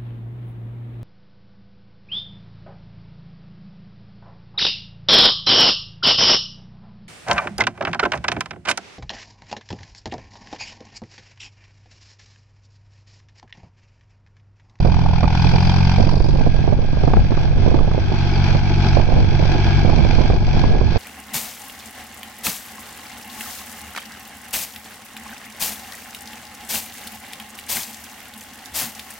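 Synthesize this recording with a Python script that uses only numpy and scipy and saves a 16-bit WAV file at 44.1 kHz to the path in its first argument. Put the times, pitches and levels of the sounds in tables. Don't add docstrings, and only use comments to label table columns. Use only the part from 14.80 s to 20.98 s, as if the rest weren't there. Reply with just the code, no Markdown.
import sys
import numpy as np
from scipy import signal
from scipy.fft import rfft, irfft
from scipy.io import wavfile
from scipy.ndimage import uniform_filter1d, minimum_filter1d, map_coordinates

SR = 44100
rng = np.random.default_rng(int(sys.argv[2]) if len(sys.argv) > 2 else 0)


def generate_wav(sig):
    pcm = np.round(np.clip(np.atleast_2d(sig).T, -1, 1) * 32767).astype(np.int16)
    wavfile.write(sys.argv[1], SR, pcm)


N = 272538
T = np.arange(N) / SR
FREQS = np.arange(N // 2 + 1) * SR / N

CYLINDER_DB = [2.4, 1.5, 0.29]


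def undb(db):
    return 10 ** (np.asarray(db) / 20)


def unit(x):
    return x / np.sqrt(np.mean(x ** 2))


def steady(x, window=SR // 4):
    return x / np.sqrt(uniform_filter1d(x ** 2, window))


def curves(table):
    times, *columns = np.transpose(table)
    return [np.interp(T, times, column) for column in columns]


def swell(middle_s, length_s):
    return np.exp(-(2 * (T - middle_s) / length_s) ** 2)


def noise():
    return rng.standard_normal(N)


def walk(rate_hz):
    hold = int(SR / rate_hz)
    steps = np.repeat(rng.standard_normal(N // hold + 1), hold)
    return unit(uniform_filter1d(uniform_filter1d(steps, hold), hold)[:N])


def cut(x, order, hz, kind="low"):
    return signal.sosfilt(signal.butter(order, hz, kind, fs=SR, output="sos"), x)


def colour(x, points, column=1):
    points = np.array(points, float)
    gain_db = np.interp(np.log(FREQS + 1), np.log(points[:, 0]), points[:, column])
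    return irfft(rfft(x) * undb(gain_db), N)


def strike(x, points, size=2048):
    hz, db = np.transpose(points)
    bins_hz = np.arange(size // 2 + 1) * SR / size
    log_gain = np.log(undb(np.interp(np.log(bins_hz + 1), np.log(hz), db)))
    cepstrum = irfft(log_gain)[:size // 2]
    cepstrum[1:] *= 2
    return signal.fftconvolve(x, irfft(np.exp(rfft(cepstrum, size))))[:N]


def ring(x, hz, width_hz):
    return signal.lfilter(*signal.iirpeak(hz, hz / width_hz, fs=SR), x)


def mode(x, hz, width_hz, widen=1):
    return unit(ring(ring(x, hz, width_hz), hz, widen * width_hz))


def pan(x, right_db=0):
    left, right = np.broadcast_to(x, (2, N))
    return np.array([left, right * undb(right_db)])


def puffs(cycle, start, rise, fall, scatter_db):
    turn, age = np.divmod(cycle - start + 1, 1)
    size = undb(np.resize(CYLINDER_DB, N // 100) + scatter_db * rng.standard_normal(N // 100))
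    attack = 1 - np.exp(-(age / rise) ** 2)
    return unit(size[turn.astype(int)] * attack * np.exp(-age / fall))


def pulses(cycle, start, scatter_db):
    strength = undb(scatter_db * np.clip(noise(), -2.5, 1.2))
    firing = np.floor(cycle - start)
    return np.diff(firing, prepend=firing[0]) * strength


def rattle(cycle, per_firing, per_round):
    out = noise()
    for share, firings in [(per_firing, 1), (per_round, len(CYLINDER_DB))]:
        grain = noise()[:round(firings * N / cycle[-1])]
        position = cycle / firings % 1 * len(grain)
        out = out + share * map_coordinates(grain, [position], mode="grid-wrap")
    return unit(out)


def bird(start_s=3.51, length_s=.095, from_hz=5250, to_hz=4130, level_db=-39):
    progress = np.clip((T - start_s) / length_s, 0, 1)
    hz = (from_hz + (to_hz - from_hz) * progress) * (1 + .004 * walk(200))
    whistle = np.sin(2 * np.pi * np.cumsum(hz) / SR)
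    return pan(whistle * np.sin(np.pi * progress) * undb(level_db))


def wind_pressure(port, breeze_db=(-26, -23), attack_s=.081, release_s=.02):
    # start_s, length_s, level_db, port (0 left, 1 right)
    gusts = [(-.05, 0.43, -19, 1), (0.691, 0.4, -25, 0), (0.655, 0.1, -16.5, 1), (1.143, 0.72, -18, 1),
             (1.483, 0.21, -24.5, 0), (1.823, 1, -21.5, 1), (1.9, 0.39, -28.5, 0), (2.502, 0.3, -25, 0),
             (2.304, 0.12, -14.5, 0), (2.736, 0.36, -25.5, 0), (2.776, 0.31, -17, 1),
             (3.672, 0.074, -19, 1), (4.104, 0.68, -19.5, 1), (4.327, 0.12, -19, 0), (4.85, 0.2, -23, 0),
             (5.036, 0.43, -15.5, 1), (5.456, 0.56, -21, 0), (5.694, 0.62, -19.5, 1)]
    power = undb(breeze_db[port]) ** 2
    for start, length, db, side in gusts:
        if round(side) == port:
            shape = np.minimum((T - start) / attack_s, (start + length - T) / release_s)
            power = power + (undb(db) * np.clip(shape + .5, 0, 1)) ** 2
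    return np.sqrt(power)


def small_eddies(strength, count=150, scatter_db=4.5, top_db=7):
    times = (np.arange(count) + rng.random(count)) * T[-1] / count
    size_db = .5 + np.minimum(scatter_db * rng.standard_normal(count), top_db)
    return list(zip(times, np.interp(times, T, strength) * undb(size_db)))


def eddy_pops(eddies, gain_db=38, spread_s=.004, follow_db=-6, followers=5):
    out = np.zeros(N)
    for (s, gain), (delay, size) in zip(eddies, rng.standard_normal((len(eddies), 2, followers))):
        times = np.append(s, s + spread_s * np.abs(delay + .5)) - .0008
        at = (times * SR).astype(int)
        sizes = np.append(-1.2, undb(follow_db) * np.tanh(2 * size))
        inside = (at >= 0) & (at < N)
        np.add.at(out, at[inside], gain * sizes[inside])
    return out * undb(gain_db)


def tearing(buffets, gain_db=7, rise_s=.0044, fall_s=.014):
    starts = np.zeros(N)
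    for s, db in buffets:
        starts[min(int(s * SR), N - 1)] += undb(db)
    age = T[:SR // 8]
    rush = (1 - np.exp(-age / rise_s)) * np.exp(-age / fall_s)
    return noise() * undb(gain_db) * signal.fftconvolve(starts, rush)[:N]


def wind(rumble_gain_db=6.5, flutter_gain_db=7):
    # frequency_hz, gain_db
    rumble_spectrum = [(4, -13), (14, 6), (28, -3.5), (55, -3.5), (100, -14.5), (200, -20), (400, -34),
                       (1000, -64.5), (3000, -100.5)]
    # frequency_hz, gain_db
    burst_spectrum = [(30, 8), (120, 9.5), (280, 1.5), (500, -1.5), (750, -4), (1000, -12.5), (1400, -30.5),
                      (2500, -35), (5000, -37.5), (8000, -78.5)]
    # time_s, relative_db
    right_buffets = [(.05, -8), (0.433, -15.5), (.441, -9), (.738, -7), (1.185, -12), (1.2, -6),
                     (1.218, -21), (1.293, -26), (1.342, -15.5), (1.369, -14.5), (1.405, -10.5),
                     (1.445, -15), (1.611, -13.5), (1.665, -9), (1.746, -24), (1.878, -11), (1.925, -5.5),
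                     (1.991, -22), (2.173, -19.5), (2.237, -11), (2.276, -4.5), (2.336, -10), (2.369, -22),
                     (2.394, -17.5), (2.52, -14), (2.543, -24), (2.576, -18), (2.843, -25), (2.863, -12),
                     (2.877, -13), (2.921, -19.5), (2.944, -7.5), (2.953, -20.5), (2.99, -13), (3.01, -14),
                     (3.077, -23), (3.115, -17), (3.148, -14.5), (3.18, -11.5), (3.32, -16), (3.75, -7.5),
                     (4.169, 0), (4.197, -7), (4.29, -14), (4.322, -10), (4.406, -17), (4.594, -13.5),
                     (4.626, -11.5), (4.695, -21), (4.747, -21.5), (5.05, -4), (5.077, -21), (5.096, -10),
                     (5.19, -11), (5.384, -4), (5.501, -4), (5.535, -13.5), (5.838, -4.5), (5.909, -20),
                     (5.95, -15.5), (6.012, -8), (6.16, -8.5)]
    out = []
    for port, buffets in enumerate([[], right_buffets]):
        pressure = wind_pressure(port)
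        rumble = steady(colour(noise(), rumble_spectrum), SR // 10) * pressure * undb(rumble_gain_db)
        rasp = pressure ** 1.44
        flutter = noise() * rasp * undb(flutter_gain_db) * np.minimum(undb(8.1 * walk(110)), 6)
        pops = eddy_pops(small_eddies(rasp) + [(s, undb(db)) for s, db in buffets])
        out.append(rumble + strike(pops + flutter + tearing(buffets), burst_spectrum))
    return np.array(out)


def gust_cracks(fall_s=.0011, rebound_s=.0026, rebound_db=-4, top_hz=6000):
    # time_s, level_db, pitch_hz, left_minus_right_db
    slaps = [(.052, -11, 950, -12), (.431, -5, 950, -8), (.441, -5, 1100, -8), (1.292, -9, 1000, -10),
             (2.237, -15, 1000, -10), (2.278, -12, 1100, -10), (2.336, -2, 900, -3), (2.368, -17, 1400, 0),
             (2.519, -9, 850, -10), (2.575, -10, 1000, -10), (2.943, -6, 850, -10), (2.99, -13, 1100, -10),
             (3.114, -11, 1000, -10), (3.75, -11, 750, -10), (4.196, -6, 950, -8), (5.05, -14, 1000, -10),
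             (5.096, -11, 1100, -10), (5.383, -8, 900, -10), (5.502, -6, 850, -10), (5.838, -8, 900, -10)]
    out, age = np.zeros((2, N)), T[:SR // 50]
    for s, db, hz, left_db in slaps:
        slap = np.sin(2 * np.pi * hz * age) * np.exp(-age / fall_s) * undb([[db + left_db], [db]])
        gap_s = rebound_s * (1 + .18 * rng.standard_normal())
        for delay, gain in [(0, -1), (gap_s, undb(rebound_db))]:
            at = int((s + delay) * SR)
            out[:, at:at + len(age)] += gain * slap
    return cut(out, 4, top_hz)


def gear(cycle, waves_per_firing=34.74, floor_db=-51):
    # middle_s, length_s, level_db
    bites = [(1.1, 0.23, -45), (1.747, 0.21, -55), (4.15, 0.34, -55), (4.917, 0.31, -45.5),
             (5.9, 0.18, -50)]
    whine = unit(np.sin(2 * np.pi * waves_per_firing * cycle + .4 * walk(21) + .35 * walk(120)))
    level = undb(floor_db) + sum(undb(db) * swell(s, length) for s, length, db in bites)
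    return pan(whine * level * undb(1.8 * walk(12)))


def stack_hiss(cycle, load):
    # pitch_hz, width_hz, relative_db
    stack_modes = [(4704, 190, 0.5), (4935, 55, -5)]
    # frequency_hz, gain_db
    hiss_spectrum = [(2500, -26), (3800, -0.5), (4750, 6), (5300, 2), (6100, -11), (7000, -17), (9000, -28),
                     (13000, -53.5)]
    # time_s, right_minus_left_db
    bearing = [(0, 6), (1.1, -0.5), (1.7, -5), (6.18, 3.5)]
    opening = cycle + .009 * walk(60)
    ping = sum(undb(db) * mode(pulses(opening, start=.12, scatter_db=5.5), hz, width, widen=3)
               for hz, width, db in stack_modes)
    trail = puffs(cycle, start=.1, rise=.06, fall=.65, scatter_db=1.5)
    gas = np.array([unit(colour(noise() * trail, hiss_spectrum)) for port in range(2)])
    return pan(ping * (.084 + .38 * load) + gas * undb(-9), curves(bearing)[0])


def diesel_knock(cycle, load, clack_db=-10):
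    # pitch_hz, width_hz, free_running_db, full_load_added_db, strike_share_of_cycle
    panel_modes = [(2285, 62, -10.5, -12.5, .22), (2416, 92, -15.5, 15.5, .25), (3104, 47, -24, 12.5, 0.4),
                   (3374, 110, -20.5, -4, .29)]
    # time_s, relative_db
    panel_level = [(0, 1.5), (.85, 3.5), (1.4, 0), (3.2, -1), (3.5, .5), (3.72, 4.5), (4.05, 4.5), (4.4, 2),
                   (5, 4), (5.35, 3.5), (6.18, -1)]
    jittered = cycle + .012 * walk(60)
    pings = 0
    for hz, width, db, load_db, start in panel_modes:
        hits = pulses(jittered, start, scatter_db=5)
        pings += undb(db + load_db * load) * mode(hits, hz, width, widen=1.5)
    blow = noise() * puffs(cycle, start=.24, rise=.04, fall=.08, scatter_db=2)
    clack = mode(blow, hz=2400, width_hz=300, widen=2)
    return pan(pings * .52 * undb(curves(panel_level)[0]) + undb(clack_db) * load * clack)


def block(cycle, load):
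    # frequency_hz, left_db, right_db
    body_spectrum = [(150, -22, 9.5), (386, -8.5, -0.5), (514, -22, -33.5), (722, 4.5, 0),
                     (1160, -11, -12.5), (1570, -2, -7), (1827, -9.5, -16.5), (2527, -6.5, -4.5),
                     (2760, -13.5, -10.5), (3460, -21, -6.5), (3760, -25, -13.5), (3990, -9.5, -13.5),
                     (5550, -13.5, -19.5), (6490, -25.5, -36), (6870, -39.5, -34), (8000, -38, -57),
                     (11200, -62.5, -55.5)]
    # frequency_hz, left_lead_rad
    port_phase = [(0, 0), (950, 0.3), (1210, 1.2), (1720, 0.7), (2070, 5.6), (2500, 6.5), (3270, 11.7),
                  (3700, 9.6), (3960, 10.0), (4390, 8.0), (4820, 7.8), (5510, 10.7), (6120, 12.9),
                  (6630, 12.7)]
    knock = (.48 + .45 * load) * puffs(cycle, start=.15, rise=.09, fall=.28, scatter_db=1.8)
    taps = .3 * (1 - load) * puffs(2 * cycle, start=.71, rise=.032, fall=.98, scatter_db=-3)
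    wash = .62 - .2 * load
    drive = unit(np.sqrt(knock ** 2 + taps ** 2 + wash ** 2))
    left = rattle(cycle, per_firing=.36, per_round=.8) * drive
    lag = np.interp(FREQS, *np.transpose(port_phase))
    right = irfft(rfft(left) * np.exp(-1j * lag), N)
    clatter = np.array([colour(side + .81 * noise() * drive, body_spectrum, column=1 + port)
                        for port, side in enumerate([left, right])])
    clatter = cut(clatter, 3, hz=370, kind="high")
    return clatter / np.std(clatter[0]) * undb(3 + 1.38 * walk(14))


def growl(cycle, load):
    # pitch_hz, width_hz, relative_db
    outlet_modes = [(219, 28, -17.5), (352, 45, -18), (387.3, 33, -19.5), (717.5, 64, -26), (820, 150, -19)]
    # time_s, relative_db
    reach = [(0, -2), (1.6, -3.5), (2.4, -7), (3.2, 0.5), (3.6, -1), (4.1, 1), (4.9, 1), (5.4, -1),
             (6.18, 4.5)]
    flow = rattle(cycle, per_firing=1.8, per_round=2)
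    flow *= puffs(cycle, start=.17, rise=.062, fall=.9, scatter_db=3)
    rings = sum(undb(db) * mode(flow, hz, width) for hz, width, db in outlet_modes)
    return (1 - load) * undb(curves(reach)[0]) * rings


def bark(cycle, load, low_hz=660, top_hz=2000):
    # time_s, added_db
    hard_firings = [(.168, 4), (.264, 9), (.335, 3.5), (.481, 7), (.505, 3), (.647, 5), (.762, 3)]
    slaps = pulses(cycle, start=.21, scatter_db=1.4)
    crack = unit(ring(ring(slaps, 790, 190), 933, 150))
    gas = unit(ring(ring(noise(), 905, 270), 780, 200))
    gas *= puffs(cycle, start=.059, rise=.12, fall=.11, scatter_db=0)
    harder_db = sum(db * swell(s, .02) for s, db in hard_firings)
    barks = load * undb(harder_db) * (undb(-13) * crack + undb(-14) * gas)
    return cut(cut(barks, 4, low_hz, "high"), 2, top_hz)


def boom(cycle, load, muffler_hz=172, slug_share=.069, slug_at=.22):
    # pitch_hz, width_hz, free_running_db, full_load_added_db
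    pipe_modes = [(33, 11.4, -9.5, -10.5), (101.3, 45, -15.5, -2.5), (147.3, 15, -18, 16.5),
                  (174.8, 16, -33.5, 23)]
    kicks = pulses(cycle - .073 * load, start=.09, scatter_db=2)
    pipe = sum(undb(db + load_db * load) * ring(kicks, hz, width) for hz, width, db, load_db in pipe_modes)
    pipe = steady(signal.sosfiltfilt(signal.butter(4, muffler_hz, fs=SR, output="sos"), pipe))
    turn, age = np.divmod(cycle - slug_at + .5, 1)
    size = undb(.81 * rng.standard_normal(N // 100))[turn.astype(int)]
    outflow = size * np.exp(-.5 * ((age - .5) / slug_share) ** 2)
    slug = unit(np.gradient(outflow))
    return steady((1 - 1.04 * load) * pipe + (.15 + .57 * load) * slug)


def scene():
    # time_s, firing_rate_hz
    speed = [(0.0, 44.21), (0.25, 41.59), (0.45, 41.46), (0.7, 43.26), (0.95, 45.14), (1.25, 45.72),
             (1.6, 47.25), (2.1, 46.79), (2.7, 47.88), (3.1, 47.72), (3.5, 47.07), (4.0, 47.31),
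             (4.6, 47.62), (5.1, 47.31), (5.55, 47.36), (6.18, 48.06)]
    # time_s, load (0-1)
    lugging = [(0, 0.5), (.5, 0.61), (1.1, 0.45), (1.5, 0.29), (2, 0), (6.18, 0)]
    # time_s, exhaust_db, clatter_db, hiss_over_clatter_db
    engine_levels = [(0, -16.5, -36.5, -6.5), (.45, -16.5, -36.5, -10), (.66, -14.5, -30.5, -0.5),
                     (1.15, -14, -31.5, 0), (1.48, -22, -39.5, 7.5), (1.9, -23, -38.5, -11),
                     (2.08, -26, -41, -7), (2.34, -19.5, -36.5, -7), (2.55, -22, -38, -12),
                     (3.17, -23.5, -38, -15), (3.48, -17, -31.5, -2), (3.68, -15, -29, -10),
                     (3.83, -19, -33.5, -15), (4.08, -14, -29, 0.5), (4.28, -22, -34.5, -10),
                     (4.65, -17.5, -32.5, -14), (4.97, -16, -29, -8), (5.18, -20, -30.5, -10),
                     (5.38, -21, -30, -7), (5.58, -21.5, -36, -7), (5.76, -20, -31, -5),
                     (5.95, -23, -36.5, -9), (6.18, -26.5, -33.5, -3)]
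    cycle = np.cumsum(curves(speed)[0]) / SR
    load = curves(lugging)[0]
    exhaust_db, clatter_db, hiss_db = curves(engine_levels)
    clatter = block(cycle, load) + diesel_knock(cycle, load) + undb(hiss_db) * stack_hiss(cycle, load)
    exhaust = pan(growl(cycle, load) + bark(cycle, load), right_db=-.53) + pan(boom(cycle, load))
    tractor = undb(exhaust_db) * exhaust + undb(clatter_db) * clatter + gear(cycle)
    return tractor + wind() + gust_cracks() + bird()


def record(dry, ceiling=.9, fade_s=.003, top_hz=12500):
    x = cut(dry, 1, hz=6, kind="high")
    gain = minimum_filter1d(ceiling / np.maximum(np.abs(x), ceiling), 80)
    x = x * uniform_filter1d(uniform_filter1d(gain, 40), 40)
    edge_s = np.minimum(T, T[-1] - T)
    fade = np.sin(np.pi / 2 * np.minimum(edge_s / fade_s, 1)) ** 2
    return signal.sosfilt(signal.ellip(8, .2, 70, top_hz, fs=SR, output="sos"), x * fade)


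dry = scene()
out = record(dry)
generate_wav(out)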